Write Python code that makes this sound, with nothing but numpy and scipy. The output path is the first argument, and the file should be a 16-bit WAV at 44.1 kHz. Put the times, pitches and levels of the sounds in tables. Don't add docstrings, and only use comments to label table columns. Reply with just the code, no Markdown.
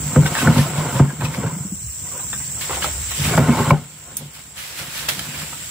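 import sys
import numpy as np
from scipy import signal
from scipy.fft import rfft, irfft
from scipy.io import wavfile
from scipy.ndimage import uniform_filter1d, minimum_filter1d

SR = 44100
rng = np.random.default_rng(int(sys.argv[2]) if len(sys.argv) > 2 else 0)


def inscribe(sig):
    pcm = np.round(np.clip(np.atleast_2d(sig).T, -1, 1) * 32767)
    wavfile.write(sys.argv[1], SR, pcm.astype(np.int16))


def boost_factor(decibels):
    exponent = np.asarray(decibels, float) / 20
    return 10 ** exponent


N = 251370


def evened(x):
    return x / np.sqrt(np.mean(x ** 2) + 1e-20)


def peaked(x):
    return x / abs(x).max()


def read(points, hz):
    f, value = np.transpose(points)
    return np.interp(np.log(hz + 1), np.log(f + 1), value)


def curve(table, column):
    rows = np.array(table)
    return boost_factor(np.interp(np.arange(N) / SR, rows[:, 0], rows[:, column]))


def swells(s, db, rise_s, fall_s):
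    hop = 64
    t = np.arange(0, N + hop, hop)[:, None] / SR - np.array(s)
    below_db = 20 * np.where(t < 0, -t / rise_s, t / fall_s)
    power = boost_factor(np.array(db) - below_db) ** 2
    return np.interp(np.arange(N), np.arange(len(t)) * hop, np.sqrt(power.sum(1)))


def add(mix, s, sound):
    part = mix[..., round(s * SR):][..., :sound.shape[-1]]
    part += sound[..., :part.shape[-1]]


def ring(modes, seconds):
    t = np.arange(round(seconds * SR)) / SR
    return sum(boost_factor(db - 60 * t / t60) * np.sin(2 * np.pi * hz * t) for hz, db, t60 in modes)


def clicks(per_s, spread_db, channels):
    out = np.zeros((channels, N))
    count = round(per_s * N / SR)
    place, sign, size = rng.random((channels, count, 3)).T
    size_db = spread_db * np.minimum(-np.log(size + 1e-9), 4)
    heights = np.sign(sign - .5) * boost_factor(size_db)
    np.put_along_axis(out, (place.T * N).astype(int), heights.T, axis=1)
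    return out


def smooth_noise(shape, bins, frames):
    across = uniform_filter1d(rng.standard_normal(shape), bins, axis=0)
    return evened(uniform_filter1d(across, frames, axis=1))


# (frequency [Hz], likeness [0-1])
LIKENESS = [(60, 1), (180, 0.92), (550, 0), (1650, 0.49), (4970, -0.0), (15000, 0.01)]


def coloured(x, spectrum, patchy_db):
    hz, t, z = signal.stft(x, SR, nperseg=512)
    patches = smooth_noise(z.shape[1:], bins=6, frames=8)
    same = np.clip(read(LIKENESS, hz), 0, 1)[:, None] ** 2
    mid = z[0] * np.sqrt(1 + same)
    side = z[1] * np.sqrt(1 - same)
    z = np.array([mid + side, mid - side]) * boost_factor(read(spectrum, hz)[:, None] + patchy_db * patches)
    return evened(signal.istft(z, SR, nperseg=512)[1][:, :N])


# (time [s], depth [dB])
DUCKS = [
    (.17, 2),
    (.48, 6),
    (1.01, 9.5),
    (3.385, 6),
    (3.715, 15),
    (4.175, 16.5),
]
RECOVER_DB_PER_S, DUCK_S = 7, 0.022


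def ducking():
    ducks = np.array(DUCKS)
    since_s = np.arange(N) / SR - ducks[:, :1]
    depth_db = np.where(since_s > 0, ducks[:, 1:] - RECOVER_DB_PER_S * since_s, 0).max(0)
    return boost_factor(-uniform_filter1d(np.maximum(depth_db, 0), size=round(DUCK_S * SR)))


def slips_into(modes, per_s, spread_db, detune, uneven_db, spot_db, wide, count):
    spot_s, damped = .08, 0.85
    out = np.zeros((2, N))
    for tuning, balance in rng.uniform(-1, 1, (count, 2, len(modes))):
        visits = np.interp(np.arange(N) / SR / spot_s, np.arange(200), rng.uniform(-1, 1, 200))
        slips = clicks(per_s / count, spread_db, channels=2) * boost_factor(spot_db * visits)
        spread = slips[0] + wide * slips[1] * [[1], [-1]]
        tuned = [(hz * (1 + detune * a), db + uneven_db * b, t60 * damped)
                 for (hz, db, t60), a, b in zip(modes, tuning, balance)]
        out += signal.oaconvolve(spread, ring(tuned, 0.13)[None], axes=1)[:, :N]
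    return evened(out)


# (time [s], pressure [dB], scrape over boom [dB])
DRAG = [(0.0, -28, -11), (0.11, -26.5, -7.5), (0.3, -26.5, 0), (0.62, -30.5, 5.5), (0.7, -29.5, 2),
        (0.83, -24.5, 1.5), (1.16, -32, -5.5), (1.46, -29, 1), (1.73, -37, -13), (1.9, -60.5, -2),
        (2.35, -43.5, -9.5), (2.81, -50, 18.5), (3.1, -48, 2.5), (3.33, -23, 0.5), (3.7, -23, 0.3),
        (3.76, -24, -12.5), (3.86, -46.5, -1), (5.7, -53.5, -0.5)]
# (time [s], boom [dB], scrape [dB], length [s])
RUBS = [
    (2.16, -47, -36, 0.24),
    (4.098, -43, -46, 0.11),
    (4.845, -61, -39.5, 0.22),
    (5.097, -50, -39, 0.16),
    (5.26, -35.5, -36.5, 0.43),
    (5.434, -43, -45, 0.094),
]
# (frequency [Hz], level [dB], t60 [s])
PANELS = [(130, -48, 0.047), (148, 4.5, 0.28), (170, -2.5, 0.074), (191.4, -6.5, 0.15), (236.7, -2, 0.15),
          (285, -17.5, 0.068), (398, -20, 0.19)]
# (frequency [Hz], level [dB], t60 [s])
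GUNWALE = [(377, -1, .06), (505, 0, .06), (570, 2, .06), (700, 4, .05), (884, 6, .06), (1068, 7, .05),
           (1310, 6, .04), (1500, 5, .035), (1860, 4, .03), (2190, 3, .025), (2900, -1, .025)]
SHUDDER_BOOM_DB, SHUDDER_SCRAPE_DB, SHUDDER_S = -16.5, -18, 0.12
DRAG_TOP_DB = -19


def drag():
    boom = slips_into(PANELS, 400, 3.6, detune=0.049, uneven_db=1.0, spot_db=11, wide=0.05, count=3)
    scrape = slips_into(GUNWALE, 3200, 3.2, detune=0.07, uneven_db=6, spot_db=6, wide=0.28, count=8)
    s, crack_db, over_db = np.transpose(KNOCKS)[:3]
    rub_s, boom_db, scrape_db, length_s = np.transpose(RUBS)
    press = curve(DRAG, column=1)
    low = press + swells(s, crack_db + over_db + SHUDDER_BOOM_DB, 0.017, SHUDDER_S)
    low += swells(rub_s, boom_db, length_s, length_s)
    high = press * curve(DRAG, column=2)
    high += swells(s, crack_db + SHUDDER_SCRAPE_DB, 0.013, 0.66 * SHUDDER_S)
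    high += swells(rub_s, scrape_db, length_s, length_s)
    return boom * np.minimum(low, boost_factor(DRAG_TOP_DB)) + scrape * high * boost_factor(-4)


# (time [s], level [dB], length [s])
HEAVES = [(0.0, -14, 0.12), (.27, -20, 0.11), (.76, -24, .15), (1.007, -45, .1), (1.246, -17, .1),
          (1.84, -20.5, 0.13), (2.3, -29, 0.19), (2.55, -36, 0.1), (2.96, -17.5, 0.3), (3.26, -16, .1),
          (3.7, -36, 0.11), (4.105, -34, 0.2), (4.52, -35, .2), (4.9, -34, 0.5), (5.455, -31, 0.75)]
STILL_DB = -43


def heaving_water():
    band = signal.butter(2, [52, 80], "bandpass", fs=SR, output="sos")
    rumble = evened(signal.sosfilt(band, rng.standard_normal(N)))
    s, db, length_s = np.transpose(HEAVES)
    level = swells(s, db, length_s, length_s) + boost_factor(STILL_DB) * ducking()
    return rumble * level * boost_factor(-10.5)


# (frequency [Hz], width [Hz], level [dB])
SONG = [(5740, 200, -20.5), (7533, 400, -7), (7828, 890, 2), (14960, 640, -25), (15030, 760, -10.5)]
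# (frequency [Hz], density [dB per Hz])
AIR = [(40, -12), (70, 7), (150, 10.5), (300, -39), (1000, -32), (2500, -33), (4500, -14), (6500, -10),
       (9500, -17.5), (12500, -14), (14000, -17), (16000, -41)]
SINGERS_DB = -29


def cicadas():
    pulses = evened(clicks(1400, 2.5, channels=2)) + .5 * rng.standard_normal((2, N))
    body = ring([(hz, db + 20 * np.log10(width / 500) / 2, 2.2 / width) for hz, width, db in SONG], .02)
    soft = body * np.minimum(np.arange(len(body)) / 47.0, 1)
    song = evened(signal.oaconvolve(pulses, soft[None], axes=1)[:, :N])
    wash = coloured(rng.standard_normal((2, N)), AIR, patchy_db=2.5)
    both = song * boost_factor(1.5) + wash * boost_factor(-6.0)
    return both * boost_factor(SINGERS_DB) * ducking() * boost_factor([[-.6], [.6]])


# (time [s], level [dB], rise [s], fall [s])
PULLS = [(.27, -32.5, 0.065, .06), (.4, -27, 0.14, 0.12), (.59, -28, 0.19, 0.19), (.78, -35, 0.057, 0.1),
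         (.97, -37.5, 0.056, 0.07), (1.25, -35, .06, .07), (1.35, -37.5, 0.1, 0.11),
         (2.615, -30, 0.008, 0.14), (2.76, -31.5, 0.19, 0.072), (2.84, -26.5, 0.05, 0.1),
         (3.25, -26, 0.23, 0.27), (3.38, -29, 0.034, 0.022), (3.6, -33.5, 0.32, 0.23),
         (3.71, -31.5, 0.044, 0.025), (4.19, -44.5, 0.084, 0.41), (4.35, -42.5, 0.03, 0.25),
         (4.58, -34.5, 0.037, 0.75), (4.79, -32, 0.063, 0.18), (4.971, -30.5, 0.15, 0.43),
         (5.088, -17, 0.003, 0.03), (5.1, -27, 0.02, 0.13), (5.195, -23, .005, 0.006),
         (5.2, -35.5, 0.081, 0.93), (5.4, -34, 0.13, 0.17)]
# (time [s], level [dB])
RUNOFF = [
    (0.0, -40.5),
    (1.0, -36),
    (1.68, -47.5),
    (2.59, -43.5),
    (3.7, -35.5),
    (4.5, -40.5),
    (5.7, -33.5),
]
# (frequency [Hz], density [dB per Hz])
RUSTLE = [(300, -16.5), (600, -10), (1000, -9.5), (1600, -4), (3000, -2.5), (6300, -8.5), (7500, -11.5),
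          (9000, -8.5), (12500, -11), (16000, -10.5)]


def rustle():
    grains = evened(clicks(4500, 2.24, channels=2)) + .5 * rng.standard_normal((2, N))
    crackle = coloured(grains, RUSTLE, patchy_db=1.2)
    level = np.hypot(swells(*np.transpose(PULLS)), curve(RUNOFF, column=1) * ducking())
    return crackle * level * boost_factor(4.5) * boost_factor([[-.6], [.6]])


# (time [s], crack [dB], boom over crack [dB], small panels over large [dB], boom [Hz])
KNOCKS = [(.159, -8, 6, 3.5, 148), (0.222, -21.5, 10, -4, 143.5), (0.423, -23, 13.5, 10.5, 129),
          (0.449, -16.5, 5, -18, 154), (0.462, -14, 2, -13, 156), (.472, -7.5, 1.5, 21, 131),
          (0.481, -18, 10.5, -26, 148), (0.498, -23, 14.5, 8, 148), (0.56, -14.5, 7, 10.5, 163.4),
          (.581, -17, 12, 3, 143), (0.942, -23.5, 12.5, -12, 130), (0.994, -8.5, 9, 2.5, 137),
          (1.218, -18, 2, -11, 124), (1.375, -26.5, 9, 10, 127), (1.437, -27, 11, -10, 147),
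          (3.202, -38, 20, -25, 127), (3.375, -3, -1, 7.5, 156.5), (3.433, -33, 2, 4, 160),
          (3.484, -17, 13.5, 27, 166), (3.53, -21, 4.5, -8, 170), (3.588, -12.5, 3, 9, 122),
          (3.663, -20, 3, 0, 128), (3.705, -8, 4.5, 0, 148), (4.206, -34, 3, 8, 160)]
# (frequency [Hz], level [dB], t60 [s])
PLANKS = [(375, -5.5, 0.042), (541, 5.5, 0.11), (670.7, -2, 0.16), (931, 3.5, 0.13), (1070, 4, 0.05),
          (1266, 9, 0.047), (1539, 11, 0.041), (1800, -0.5, 0.027), (2200, 5, 0.028), (2700, -3.5, 0.041),
          (3500, 0.5, 0.029)]
CRACK_TOP_HZ, CRACK_FLOOR_HZ, DB_PER_OCTAVE = 1600., 650., 21


def knocks():
    size = 8192
    out = np.zeros(N)
    hz = np.fft.rfftfreq(size, 1 / SR)
    rest = boost_factor(-8.0 / (1 + np.exp((.058 - np.arange(size) / SR) / 0.0043)))
    travel = np.exp(-4j * np.pi * .16 * (np.sqrt(hz) - hz / (2 * np.sqrt(6000.))))
    front = hz ** 2 / (117.0 ** 2 + hz ** 2) / (hz + 100) ** 0.61
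    for s, db, boom_db, small_db, boom_hz in KNOCKS:
        tuning, balance = rng.uniform(-1, 1, (2, len(PLANKS)))
        crack_hz = max(CRACK_TOP_HZ * 2 ** (db / DB_PER_OCTAVE), CRACK_FLOOR_HZ)
        planks = [(f * (1 + .05 * a), d + 3.0 * b - 3.0 * abs(np.log2(f / crack_hz)), t60)
                  for (f, d, t60), a, b in zip(PLANKS, tuning, balance)]
        panels = [(f, d + small_db, t60) if f > 200 else (f * boom_hz / 145.1, d, t60)
                  for f, d, t60 in PANELS]
        path = travel / (1 + (hz / (1.5 * crack_hz)) ** 6)
        late_s = .014 * rng.random((6, 1))
        sign = rng.choice([-1., 1.], (6, 1))
        echoes = .75 * sign * boost_factor(-600 * late_s) * np.exp(-2j * np.pi * hz * late_s)
        ribs = 1 + echoes.sum(0)
        crack = peaked(irfft(rfft(ring(planks, 0.13), size) * path))
        crack = crack + boost_factor(4.5) * peaked(irfft(front * path * ribs))
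        boom = peaked(irfft(rfft(ring(panels, 0.26), size) * path)) * rest
        add(out, s, boost_factor(db) * (peaked(crack) + boost_factor(boom_db) * boom)[:7600])
    return out


# (time [s], level [dB], pitch [Hz])
BENCHES = [(.164, -9.5, 237.5), (.166, -17, 424), (0.182, -6.5, 141), (3.716, -5.5, 148), (.173, -10, 514),
           (0.4722, -2.5, 1440), (0.999, -11, 388), (1.002, -18, 295), (3.378, -9, 853), (3.384, -13, 650),
           (3.707, -3, 2250), (3.706, 0, 1042), (3.711, -5.5, 580), (3.377, -11, 1600), (3.483, -20, 1500),
           (3.486, -18, 877), (1.437, -18, 450), (1.438, -24, 900), (1.221, -21, 1020), (.3688, -12, 1600),
           (2.752, -26, 2500), (2.8258, -13, 1650), (2.8433, -12, 1300), (2.846, -16, 800),
           (2.6098, -23, 4430), (2.6105, -27, 1800), (2.8262, -20, 3100), (2.331, -27, 1030),
           (2.194, -31, 2550), (.3518, -17, 1760), (.4511, -15, 1310), (.5578, -19, 1290),
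           (.996, -15, 1300), (1.2158, -24, 1600), (3.4842, -21, 2150), (3.2033, -23, 3170),
           (2.6931, -27, 1990)]
BENCH_CYCLES, BENCH_RISE_S, BENCH_LONGEST_S = 37, 0.0013, .13


def benches():
    out, t = np.zeros(N), np.arange(6000) / SR
    for s, db, hz in BENCHES:
        t60 = min(BENCH_CYCLES / hz, BENCH_LONGEST_S)
        pair = ring([(hz, db, t60), (hz * 1.2, db - 9.5, t60)], len(t) / SR)
        add(out, s, pair * np.minimum(t / BENCH_RISE_S, 1))
    return out


# (time [s], level [dB], pitch [Hz], spray over it [dB])
WIRES = [(0.257, -11.5, 1500, -27), (0.353, -7, 1780, -13), (0.369, -12, 1690, -21),
         (0.387, -13, 1540, -33), (0.408, -12.5, 1430, -17), (0.523, -19, 2980, -11),
         (0.546, -28, 630, -16), (0.588, -18, 746, -18), (0.719, -31, 1070, -15), (0.766, -18.5, 630, -21),
         (0.848, -23, 1000, -25), (0.955, -17, 1800, -19), (1.054, -30, 1040, -13),
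         (1.104, -22.5, 970, -13), (1.25, -23, 1090, -22), (1.34, -25, 2240, -21), (1.464, -22, 1600, -5),
         (2.695, -13.5, 970, -15), (2.707, -14, 1230, -5), (2.73, -16, 950, -19), (2.768, -16.5, 935, -11),
         (2.821, -13, 2900, -13), (2.844, -11, 1000, -20), (2.881, -23, 805, -6), (3.339, -11, 645, -18)]
# (time [s], level [dB], pitch [Hz])
PINGS = [(0.2625, -10.5, 3700), (0.3878, -10, 2600), (0.4204, -12.5, 2550), (0.5804, -12.5, 4530),
         (1.2509, -15, 2560), (1.3405, -19, 2170), (2.331, -20, 1600), (2.3304, -17, 3500),
         (4.566, -39, 3690), (5.0861, -13, 2770), (5.1921, -16, 3180)]
# (time [s], level [dB], pitch [Hz], leaf hiss over it [dB])
TWIGS = [(0.418, -19, 953, 16), (1.208, -17, 1700, 4), (1.888, -32.5, 2700, -3), (2.118, -34, 1130, -2),
         (2.194, -26, 1600, -3), (2.331, -20.5, 1800, 8), (2.4, -28, 2050, -5), (2.569, -28, 1310, -4),
         (2.61, -17, 4270, 6), (3.109, -18, 2600, 14), (3.252, -13.5, 2520, -5), (3.29, -16.5, 1550, 2),
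         (4.336, -38, 2200, 20), (4.384, -33, 3040, -18), (4.799, -27.5, 1400, -14),
         (4.956, -20, 3780, -13), (4.979, -19, 3360, -12), (5.086, -12, 3980, 2), (5.344, -24, 2310, 2),
         (5.419, -19.5, 2350, 7), (5.525, -22, 1310, -9)]
WIRE_PAN_DB, TWIG_PAN_DB, PING_PAN_DB, PING_SPRAY_DB = -0.5, -1.5, 1, -26
WIRE_RATTLE_S, TWIG_RATTLE_S, PING_RATTLE_S = 0.091, 0.089, 0.055


def ticks():
    out, t = np.zeros((2, N)), np.arange(4000) / SR
    rows = [(*row, WIRE_PAN_DB, WIRE_RATTLE_S) for row in WIRES]
    rows += [(*row, TWIG_PAN_DB, TWIG_RATTLE_S) for row in TWIGS]
    rows += [(*row, PING_SPRAY_DB, PING_PAN_DB, PING_RATTLE_S) for row in PINGS]
    for s, db, hz, bright_db, pan_db, rattle_s in rows:
        dying = boost_factor(-60 * t / rattle_s)
        slips = .55 * rng.standard_normal(len(t)) * (rng.random(len(t)) < 1200 / SR) * dying
        slips[:3] = [.2, .4, .2]
        modes = [(hz, 0, min(.014, 30 / hz)), (hz * 0.76, -5, .015), (hz * 1.463, -7, .012),
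                 (hz * 2.1, -9, .01), (hz * 0.525, -8, .018)]
        wire = signal.fftconvolve(slips, ring(modes, .04))[:len(t)]
        hiss = np.diff(rng.standard_normal((2, len(t) + 1)))
        hiss = hiss * (boost_factor(-60 * t / 0.0089) + boost_factor(-5.5) * dying)
        pan = boost_factor(db + np.array([[pan_db / 2], [-pan_db / 2]]))
        add(out, s, pan * (peaked(wire) + boost_factor(bright_db - 22.0) * hiss))
    return out


# (time [s], level [dB], pitch [Hz])
NUDGES = [(.75, -20, 143), (.8, -22, 235), (.877, -18, 135), (1.07, -22, 150), (1.125, -24, 230),
          (1.277, -22, 135), (1.381, -17, 200), (1.458, -13, 148), (1.52, -21, 150), (1.559, -19, 178),
          (1.597, -21, 140), (1.645, -20, 190), (1.716, -19, 190), (1.828, -29, 120), (3.395, -12, 150),
          (3.607, -14, 150), (3.68, -15, 140), (4.8, -37, 110), (5.165, -32, 170), (5.42, -34, 200),
          (.31, -19, 150), (2.2, -35, 150), (2.35, -36, 140)]
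NUDGE_RISE_CYCLES, NUDGE_RING_CYCLES = 1.5, 14


def nudges():
    out, t = np.zeros(N), np.arange(8000) / SR
    for s, db, hz in NUDGES:
        swell = 1 - np.exp(-(t * hz / NUDGE_RISE_CYCLES) ** 2)
        panel = ring([(hz, 0, NUDGE_RING_CYCLES / hz), (hz * 1.58, -8, 9.0 / hz)], len(t) / SR)
        add(out, s, peaked(swell * panel) * boost_factor(db))
    return out


# (middle [s], level [dB], pitch [Hz], length [s])
SQUEAKS = [(.415, -28, 1500, .03), (.455, -24, 1100, .03), (.665, -28, 650, .04), (.665, -31, 1300, .03),
           (.735, -32, 1050, .04), (.79, -30, 600, .06), (.79, -32, 1000, .06), (.865, -32, 950, .05),
           (.965, -27, 550, .04), (.97, -28, 1000, .03), (1.26, -34, 1000, .03), (1.47, -34, 550, .06),
           (2.07, -45, 980, .04), (2.07, -47, 1950, .04), (2.125, -41, 1130, .04), (2.15, -43, 1000, .04),
           (2.18, -44, 1500, .05), (2.2, -42, 950, .04), (2.235, -45, 980, .05), (2.355, -44, 1550, .05),
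           (2.415, -44, 2000, .05), (2.74, -35, 500, .04), (2.775, -36, 800, .03), (2.865, -33, 620, .03),
           (3.29, -32, 1550, .03), (3.33, -28, 2250, .06), (3.34, -26, 1520, .05), (3.35, -25, 630, .04),
           (3.32, -26, 400, .08), (3.73, -22, 380, .04), (3.74, -27, 800, .05), (3.39, -26, 377, .04),
           (3.4, -26, 650, .03), (3.47, -29, 650, .04), (3.57, -21, 883, .12), (3.6, -22, 377, .07),
           (3.6, -29, 1060, .08), (3.665, -24, 1050, .05), (.63, -30, 1050, .05), (.59, -30, 1800, .04),
           (1.1, -35, 1600, .06), (1.5, -38, 1000, .06), (2.15, -47, 500, .1), (3.52, -30, 2200, .06),
           (3.63, -29, 1590, .03), (4.22, -45, 540, .04), (5.01, -45, 540, .04)]
SQUEAK_RING_S, SQUEAK_SLIPS_PER_S = .07, 2500


def squeaks():
    out, t = np.zeros(N), np.arange(5000) / SR
    for s, db, hz, length_s in SQUEAKS:
        force, chance = rng.random((2, len(t)))
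        rub = np.sin(np.pi * np.minimum(t / length_s, 1))
        slips = (force - .5) * (chance < SQUEAK_SLIPS_PER_S / SR) * rub
        modes = [(hz, 0, SQUEAK_RING_S), (hz * 1.04, -8, .6 * SQUEAK_RING_S)]
        bar = signal.fftconvolve(slips, ring(modes, .07))
        add(out, s - length_s / 2, peaked(bar) * boost_factor(db + 5.5))
    return out


# (time [s], level [dB], pitch [Hz])
SNAP = [
    (4.1683, -11, 9300),
    (4.1694, -2, 9400),
]


def twig_snap():
    out, t = np.zeros((2, N)), np.arange(4000) / SR
    for s, db, hz in SNAP:
        tail = np.diff(rng.standard_normal((2, len(t) + 1))) * boost_factor(-21 - 60 * t / 0.06)
        modes = [(hz, 0, .004), (hz * 1.1, -5, .003), (hz * 0.94, -9, .003),
                 (hz * 1.3, -5, .003), (hz * .68, -10, .004)]
        crack = ring(modes, len(t) / SR) * np.minimum(t / .0003, 1)
        add(out, s, boost_factor(db) * (crack * boost_factor([[-4], [2.5]]) + tail))
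    return out


def bank(x):
    t = np.arange(6000) / SR
    sign = rng.choice([-1., 1.], (2, len(t)))
    hits = rng.random((2, len(t))) < 1500 / SR
    taps = sign * hits * boost_factor(-60 * t / .1) * (t > .003)
    return signal.oaconvolve(x, taps / np.linalg.norm(taps[0]), axes=1)[:, :N]


def late(x, samples):
    return np.array([np.roll(x[0], samples), x[1]])


def scene():
    highpass = signal.butter(2, 480., "highpass", fs=SR, output="sos")
    snaps = signal.sosfilt(highpass, ticks() + twig_snap())
    blows = knocks() + benches() + nudges()
    hull = blows + drag() + heaving_water()
    around = boost_factor(-5) * bank(snaps + boost_factor(-10.5) * blows) + rustle() + cicadas()
    return late(hull + squeaks(), samples=1) + late(snaps, samples=4) + around


# (frequency [Hz], depth [dB])
MASK = [(2600, 33.5), (4500, 22), (6500, 28), (9000, 42), (11500, 19.5), (13800, 14.5), (14500, 36)]
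TREBLE_HZ = 2600


def thinned(x, unsure_db):
    hz, t, z = signal.stft(x, SR, nperseg=1024)
    power = uniform_filter1d((abs(z) ** 2).mean(0), size=7, axis=0)
    band_db = 10 * np.log10(power + 1e-14)
    top_db = uniform_filter1d(band_db[hz > TREBLE_HZ].max(0), size=9)
    unsure = smooth_noise(band_db.shape, bins=7, frames=3)
    keep = np.clip(band_db - top_db + read(MASK, hz)[:, None] + unsure_db * unsure, .02, 1)
    keep[hz < TREBLE_HZ] = 1
    return signal.istft(z * keep, SR, nperseg=1024)[1][:, :N]


def band_limit(x):
    return signal.sosfilt(signal.butter(12, 16830, fs=SR, output="sos"), x)


def record(dry):
    heard = signal.sosfilt(signal.butter(4, 68., "highpass", fs=SR, output="sos"), dry)
    peak = -minimum_filter1d(-abs(heard).max(0), size=441)
    held = heard / np.maximum(uniform_filter1d(peak, size=441) / .97, 1)
    lowpass = signal.firwin(511, 15720, window=("kaiser", 9), fs=SR)
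    cut = signal.oaconvolve(held, lowpass[None], "same")
    return band_limit(thinned(cut, unsure_db=7.0))


dry = scene()
out = record(dry)
inscribe(out)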